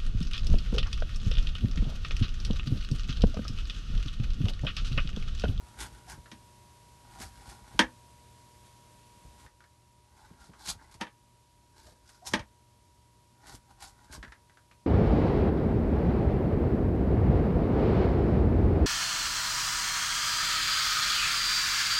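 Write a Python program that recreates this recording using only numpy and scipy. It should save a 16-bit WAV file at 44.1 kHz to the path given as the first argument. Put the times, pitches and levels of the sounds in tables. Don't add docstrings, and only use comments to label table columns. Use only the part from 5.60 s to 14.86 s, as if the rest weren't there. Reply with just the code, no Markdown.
import sys
import numpy as np
from scipy import signal
from scipy.fft import rfft, irfft, next_fast_len
from scipy.io import wavfile
from scipy.ndimage import uniform_filter1d

SR = 44100
rng = np.random.default_rng(int(sys.argv[2]) if len(sys.argv) > 2 else 0)


def wrap_up_sound(samples):
    columns = np.atleast_2d(samples).T
    tamed = np.clip(columns, -1, 1)
    steps = np.round(tamed * 32767).astype(np.int16)
    wavfile.write(sys.argv[1], SR, steps)


N = 408363
TIME = np.arange(N) / SR
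HIT_TIME = np.arange(SR // 3) / SR
CHANGE_S = 3.87
FADE_DB, CURVE = 17.5, 1.25

# (hardest push [s], swell [s], release [s], rubbing [dB], tearing [dB], peel pitch [Hz])
STROKES = [(0.08, 0.22, 0.17, -60, -61, 3500), (0.223, 0.062, 0.048, -42.5, -36.5, 3230),
           (0.335, 0.058, .16, -58, -58.5, 3500), (0.502, 0.051, 0.057, -47, -45, 5440),
           (1.555, 0.17, 0.087, -56, -57.5, 4500), (1.62, 0.045, 0.068, -46, -41.5, 5000),
           (1.79, 0.16, 0.071, -60.5, -59, 4550), (1.91, 0.14, 0.086, -50, -50.5, 4500),
           (2.08, 0.079, 0.069, -55.5, -60.5, 4000), (2.136, 0.027, 0.093, -57.5, -58.5, 3600),
           (3.068, 0.052, 0.052, -67.5, -57, 3800), (3.81, 0.087, .08, -59, -59, 3400),
           (4.6, 0.13, 0.29, -58, -65, 3800), (4.807, 0.032, 0.063, -55, -59, 3600),
           (4.858, 0.075, 0.053, -69, -63, 4540), (5.01, 0.15, .05, -59, -62, 4200),
           (5.094, 0.075, 0.034, -45, -30.5, 4100), (5.245, 0.12, .06, -58, -65, 4400),
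           (5.343, 0.054, 0.03, -57.5, -55.5, 4200), (5.411, 0.011, 0.0058, -39, -43.5, 3400),
           (6.182, .06, 0.19, -60.5, -59.5, 4400), (6.285, 0.1, 0.078, -60.5, -66, 4500),
           (6.492, 0.067, 0.17, -62.5, -59, 5130), (6.672, 0.029, 0.053, -46.5, -37.5, 5480),
           (6.725, 0.03, 0.019, -48.5, -56, 4200), (7.9, .11, 0.073, -50, -51.5, 4250),
           (7.952, 0.05, 0.018, -67.5, -50.5, 9500), (8.108, 0.046, 0.022, -54, -64, 4220),
           (8.235, 0.056, 0.054, -49.5, -46, 4400), (8.28, .02, 0.03, -63, -49.5, 7500),
           (8.43, 0.17, .07, -59.5, -64.5, 4200), (8.543, 0.052, 0.04, -47, -45, 4570)]
# (frequency [Hz], level [dB])
TEAR_EARLY = [(300, -26.5), (900, -8), (1600, 2), (2800, -3.5), (4000, -3), (5500, -3), (7500, -2.5),
              (9500, -3), (12000, -7)]
TEAR_LATE = [(300, -27), (900, -3.5), (2000, -8.5), (2900, -4.5), (4000, -0.5), (5500, 0.5), (7500, 0),
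             (9500, -4), (12000, -6)]
# (pitch [Hz], width [Hz], level [dB])
HOLLOW = [(304, 180, -5), (590, 100, -4), (860, 110, 5.5), (992, 170, 1.5), (1515.5, 350, -1),
          (1900, 320, -5.5)]
# (time [s], level [dB], thud [dB], blade snap [dB], crack [dB], spot pitch [Hz])
KNOCKS = [(0.715, -44, -50, -56, -52, 1060), (2.191, -11.5, -25.5, -24, -25.5, 1770),
          (5.411, -27, -40, -50, -42.5, 950), (5.467, -44.5, -73, -64, -68, 1800),
          (6.735, -18, -29.5, -38, -32, 920), (6.792, -37.5, -55, -56, -51.5, 2320)]
# (frequency [Hz], level [dB])
CRACK_TONE = [(500, -18), (2000, -7.5), (3300, 3), (4200, 0.5), (6400, -1), (7500, -14.5), (8700, -8.5),
              (10500, -18), (12500, -23)]
CRUNCH_TONE = [(80, -33), (170, -9.5), (300, -8.5), (400, -10), (600, -9), (950, -0.5), (1350, -5.5),
               (1750, 2), (2400, -3.5), (3300, -4.5), (4200, -14), (8000, -31)]
# (pitch [Hz], level [dB], ring time [s])
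BLADE_MODES = [(2840, -9.5, .03), (3080, -3, 0.025), (3224, 6.5, .022), (3514, -4.5, .028)]
BOARD_MODES = [(510, -6.5, 0.12), (570.5, -1, 0.023), (589, -1, .06), (835, -7.5, .07), (904, 3.5, .045),
               (1050, -1, 0.024), (1249, -5.5, 0.084), (1561, -1, .04), (1627, 2.5, .04),
               (1775, 1.5, 0.079), (1850, 3, .035), (1917, 1, 0.054), (2305, -3, 0.065), (2396, -1.5, .06)]
COUNTER_MODES = [(182, -1.5, .09), (215, 1.5, 0.096), (250, -0.5, 0.13), (317.3, -1, 0.12)]
# (time [s], level [dB])
SPLITS = [(0.203, -29.5), (0.4973, -36.5), (1.5994, -37), (1.617, -35.5), (1.897, -41.5), (4.803, -57),
          (5.0734, -29.5), (5.3123, -47.5), (5.3421, -47), (6.491, -47), (6.667, -37.5), (7.868, -42),
          (7.949, -47), (8.204, -44), (8.223, -34.5), (8.525, -37.5)]
# (time [s], level [dB], pitch [Hz])
TICKS = [(0.6582, -47, 1590), (3.8625, -49.5, 1790), (4.0043, -51, 1480), (4.0392, -53.5, 1730),
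         (4.934, -50, 1250), (8.6275, -36.5, 1760), (8.6471, -45, 1750), (8.678, -50, 1750),
         (8.7207, -42, 1920), (8.8952, -54.5, 1790), (8.971, -50.5, 1540), (9.112, -51.5, 2430)]
# (frequency [Hz], level [dB])
TICK_TONE = [(300, -5), (900, -0.5), (1600, 2.5), (2400, -4), (3600, -5.5), (6000, -11), (12000, -27)]
# (time [s], length [s], start pitch [Hz], end pitch [Hz], level [dB])
CREAKS = [(0.466, 0.05, 683, 882, -48), (4.551, 0.14, 814, 826, -64.5), (5.175, 0.052, 1437, 1740, -57.5),
          (5.22, .06, 1944, 2130, -68), (6.25, 0.042, 640, 566, -51.5), (6.306, 0.034, 520, 487, -62.5),
          (6.611, 0.035, 660, 770, -50), (8.21, 0.046, 810, 802, -47)]
# (time
# [s], level [dB], pitch [Hz])
BUMPS = [(0.02, -41.5, 59.4), (0.17, -40.5, 64.6), (0.315, -43.5, 58), (0.53, -45.5, 126), (0.575, -39, 53),
         (0.717, -54, 180), (1.601, -42.5, 180), (1.648, -40, 69.5), (1.875, -42.5, 60.4),
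         (2.011, -43, 54.42), (2.145, -35.5, 54), (2.201, -35.5, 54), (3.648, -41.5, 58.6),
         (3.848, -48.5, 65), (4.703, -46, 162), (4.89, -44.5, 158), (5.076, -44.5, 185), (5.095, -45, 54),
         (5.149, -46, 85.4), (5.349, -44.5, 52.2), (6.721, -34.5, 51.8), (6.792, -35.5, 58),
         (7.938, -42.5, 57), (8.497, -41.5, 55), (8.574, -35, 55), (8.634, -47, 194), (8.668, -43, 56)]
# (frequency [Hz], level [dB])
RUMBLE_TONE = [(20, -21.5), (35, -5.5), (55, 4), (75, -2), (120, -10.5), (200, -14.5), (350, -27),
               (700, -36.5)]
# (frequency [Hz], level [dB])
AIR_EARLY = [(20, -12.5), (45, -5), (70, 1.5), (130, -7), (200, -8.5), (400, -16), (700, -18.5),
             (1400, -23), (4000, -22.5), (8000, -24.5), (12000, -26)]
AIR_LATE = [(20, -19), (45, -3.5), (70, 3), (130, -6), (200, -10), (400, -16), (700, -20.5), (1000, -20.5),
            (1500, -25.5), (4500, -24), (12000, -27.5)]
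# (pitch [Hz], level [dB])
HUM_EARLY = [(118.4, -64.5), (360.7, -78), (479.1, -82), (597.5, -76), (839.8, -83), (958.2, -63),
             (1077, -77)]
HUM_LATE = [(118.4, -70.5), (360.7, -83), (597.5, -81.5), (839.8, -91.5), (958.2, -69.5), (1077, -87)]
# (frequency [Hz], ring time [s])
ROOM_DECAY = [(100, .18), (300, 0.18), (1000, 0.17), (2000, 0.13), (4000, 0.1), (12000, 0.097)]


def paring(late, tear_db=-2.5, rub_db=-3, peel_db=-1, slips_per_s=200, slip_s=0.0022):
    tear_power, bite_share = 1.15, .7
    jerks = through(1. * (rng.random(N) < slips_per_s / SR), np.exp(-HIT_TIME / slip_s))
    slips = unit((1 + jerks) * undb(wander(150)))
    cells = fractures(per_s=6000, spread_db=3.5)
    tear = (1 - late) * unit(colour(cells, TEAR_EARLY)) + late * unit(colour(cells, TEAR_LATE))
    drag = fractures(per_s=1800, spread_db=5)
    cut = np.zeros(N)
    for s, swell_s, release_s, rubbing_db, tearing_db, peel_hz in STROKES:
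        span, gain = push(s, swell_s, release_s)
        grip = 1 + 0.044 * rng.standard_normal()
        rub = 0
        for hz, width_hz, db in HOLLOW:
            band = resonate(drag[span], grip * hz, width_hz)
            rub += undb(db + 2 * rng.standard_normal()) * resonate(band, grip * hz, width_hz)
        crisp = tear[span] + undb(peel_db) * resonate(tear[span], peel_hz, width_hz=1300)
        bite = gain ** (tear_power / np.where(TIME[span] < s, bite_share ** CURVE, 1))
        cut[span] += undb(rubbing_db + rub_db) * gain * unit(rub)
        cut[span] += undb(tearing_db + tear_db) * bite * crisp
    walls = room(echo_db=-5.5)
    return through(slips * cut, walls / np.sqrt(np.sum(walls ** 2)))


def push(s, swell_s, release_s):
    span = slice(max(int((s - 2 * swell_s) * SR), 0), int((s + 2 * release_s) * SR))
    from_peak = np.maximum((s - TIME[span]) / swell_s, (TIME[span] - s) / release_s)
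    return span, undb(-FADE_DB * from_peak ** CURVE)


def fractures(per_s, spread_db):
    size = undb(spread_db * np.minimum(rng.exponential(size=N), 4))
    sign = rng.choice([-1, 1], N)
    return size * sign * (rng.random(N) < per_s / SR)


def knocks(board_lag_s=.002, counter_lag_s=.0035):
    out = np.zeros(N)
    for s, db, thud_db, snap_db, crack_db, spot_hz in KNOCKS:
        crack = through(colour(burst(0.0018), CRACK_TONE), room(echo_db=-1))
        crunch = through(colour(burst(0.0027), CRUNCH_TONE), room(echo_db=1.5))
        crunch += resonate(crunch, spot_hz, .2 * spot_hz)
        snap = through(ring(BLADE_MODES, scatter_db=3, detune=0.0051), room(echo_db=-9))
        clack = through(ring(BOARD_MODES, scatter_db=-0.5, detune=0.0046), room(echo_db=-5.5))
        thud = through(ring(COUNTER_MODES, scatter_db=1, detune=.01), room(echo_db=-12))
        add(out, s, at_level(crack, crack_db) + at_level(crunch, db - 11))
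        add(out, s + board_lag_s, at_level(clack, db - 10.5) + at_level(snap, snap_db + 1))
        add(out, s + counter_lag_s, at_level(thud, thud_db + 1))
    return out


def splits(offset_db=-13):
    out = np.zeros(N)
    for s, db in SPLITS:
        crackle = colour(burst(0.0019), TEAR_EARLY)
        add(out, s, at_level(through(crackle, room(echo_db=0)), db + offset_db))
    return out


def ticks(offset_db=-8, ring_db=7):
    out = np.zeros(N)
    for s, db, hz in TICKS:
        touch = colour(burst(.0016), TICK_TONE)
        tick = touch + undb(ring_db) * resonate(touch, hz, width_hz=340)
        add(out, s, at_level(through(tick, room(echo_db=-1)), db + offset_db))
    return out


def creaks(wobble=0.083, grain_db=2.5, offset_db=-6.5):
    out = np.zeros(N)
    for s, length_s, start_hz, end_hz, db in CREAKS:
        count = int(length_s * SR)
        hz = np.linspace(start_hz, end_hz, count) * (1 + wobble * wander(900)[:count])
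        tone = np.sin(2 * np.pi * np.cumsum(hz) / SR) * undb(grain_db * wander(400)[:count])
        add(out, s, undb(db + offset_db) * unit(tone) * np.hanning(count))
    return through(out, room(echo_db=-1))


def rocking(late, late_roll_db=-3, bump_offset_db=-5.5, lag_s=0.024):
    force = np.zeros(N)
    for s, swell_s, release_s, rubbing_db, _, _ in STROKES:
        span, gain = push(s, swell_s, release_s)
        force[span] += undb(rubbing_db) * gain
    memory = np.exp(-1 / (lag_s * SR))
    roll = signal.lfilter([1 - memory], [1, -memory], force)
    rumble = unit(colour(rng.standard_normal(N), RUMBLE_TONE))
    out = undb(late * late_roll_db) * roll * rumble
    for s, db, hz in BUMPS:
        weight = signal.lfilter(*signal.butter(1, 500, fs=SR), burst(0.0045))
        bump = resonate(weight, hz, width_hz=.4 * hz)
        add(out, s, at_level(through(bump, room(echo_db=-8.5)), db + bump_offset_db))
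    return out


def background(air_tone, hum, air_db, waver_db=.5, drift_rad=.12):
    out = undb(air_db) * unit(colour(rng.standard_normal(N), air_tone))
    for hz, db in hum:
        phase = 2 * np.pi * (hz * TIME + rng.random()) + drift_rad * wander(4)
        out += np.sqrt(2) * undb(db + waver_db * wander(16)) * np.sin(phase)
    return out


def room(echo_db, build_s=0.0021):
    spectrum = rfft(rng.standard_normal(len(HIT_TIME)))
    hz = np.fft.rfftfreq(len(HIT_TIME), 1 / SR)
    octave = np.log2(np.clip(hz, 125, 16000) / 125)
    tail = 0
    for k in range(8):
        band = irfft(spectrum * np.maximum(1 - abs(octave - k), 0), len(HIT_TIME))
        tail += band * undb(-60 * HIT_TIME / look_up(ROOM_DECAY, 125 * 2 ** k))
    tail *= 1 - np.exp(-(HIT_TIME / build_s) ** 2)
    response = undb(echo_db) * tail / np.sqrt(np.sum(tail ** 2))
    response[0] += 1
    return response


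def ring(modes, scatter_db, detune):
    hz, db, ring_s = np.transpose(modes)[:, :, None]
    size, shift, side = rng.standard_normal((len(modes), 3)).T[:, :, None]
    decay = undb(db + scatter_db * size - 60 * HIT_TIME / ring_s)
    tones = np.sin(2 * np.pi * hz * (1 + detune * shift) * HIT_TIME)
    return np.sum(np.sign(side) * decay * tones, axis=0)


def burst(swell_s):
    swell = HIT_TIME / swell_s * np.exp(-HIT_TIME / swell_s)
    spectrum = rfft(rng.standard_normal(len(HIT_TIME)) * swell)
    flat = irfft(spectrum / abs(spectrum), len(HIT_TIME))
    return flat * np.exp(-(HIT_TIME / (8 * swell_s)) ** 2)


def colour(x, tone):
    size = 2 * next_fast_len(len(x))
    gain = undb(look_up(tone, np.fft.rfftfreq(size, 1 / SR)))
    cepstrum = irfft(np.log(gain))
    cepstrum[1:size // 2] *= 2
    cepstrum[size // 2 + 1:] = 0
    return irfft(rfft(x, size) * np.exp(rfft(cepstrum)))[:len(x)]


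def look_up(table, hz):
    row_hz, value = np.transpose(table)
    return np.interp(np.log(hz + 1), np.log(row_hz), value)


def resonate(x, hz, width_hz):
    return signal.lfilter(*signal.iirpeak(hz, hz / width_hz, fs=SR), x)


def through(x, response):
    return signal.fftconvolve(x, response)[:len(x)]


def wander(per_s):
    hold = max(int(SR / per_s), 1)
    steps = np.repeat(rng.standard_normal(N // hold + 1), hold)
    return 1.3 * uniform_filter1d(uniform_filter1d(steps, hold), hold)[:N]


def undb(db):
    return 10 ** (np.asarray(db) / 20)


def unit(x):
    return x / np.sqrt(np.mean(x ** 2))


def at_level(x, db):
    return x * undb(db) / np.sqrt(np.sum(x ** 2) / (SR * .02))


def add(track, s, sound):
    start = int(s * SR)
    track[start:start + len(sound)] += sound[:N - start]


def scene():
    late = uniform_filter1d((TIME > CHANGE_S) * 1., size=600)
    kitchen = (1 - late) * background(AIR_EARLY, HUM_EARLY, air_db=-58.5)
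    kitchen += late * background(AIR_LATE, HUM_LATE, air_db=-63.5)
    return (knocks() + ticks() + creaks() + rocking(late) + paring(late) + splits() + kitchen)[None]


def record(dry, low_cut_hz=36, top_hz=11950):
    thin = signal.sosfilt(signal.butter(3, low_cut_hz, "high", fs=SR, output="sos"), dry)
    return signal.sosfilt(signal.ellip(10, .2, 70, top_hz, fs=SR, output="sos"), thin)


dry = scene()
out = record(dry)
wrap_up_sound(out)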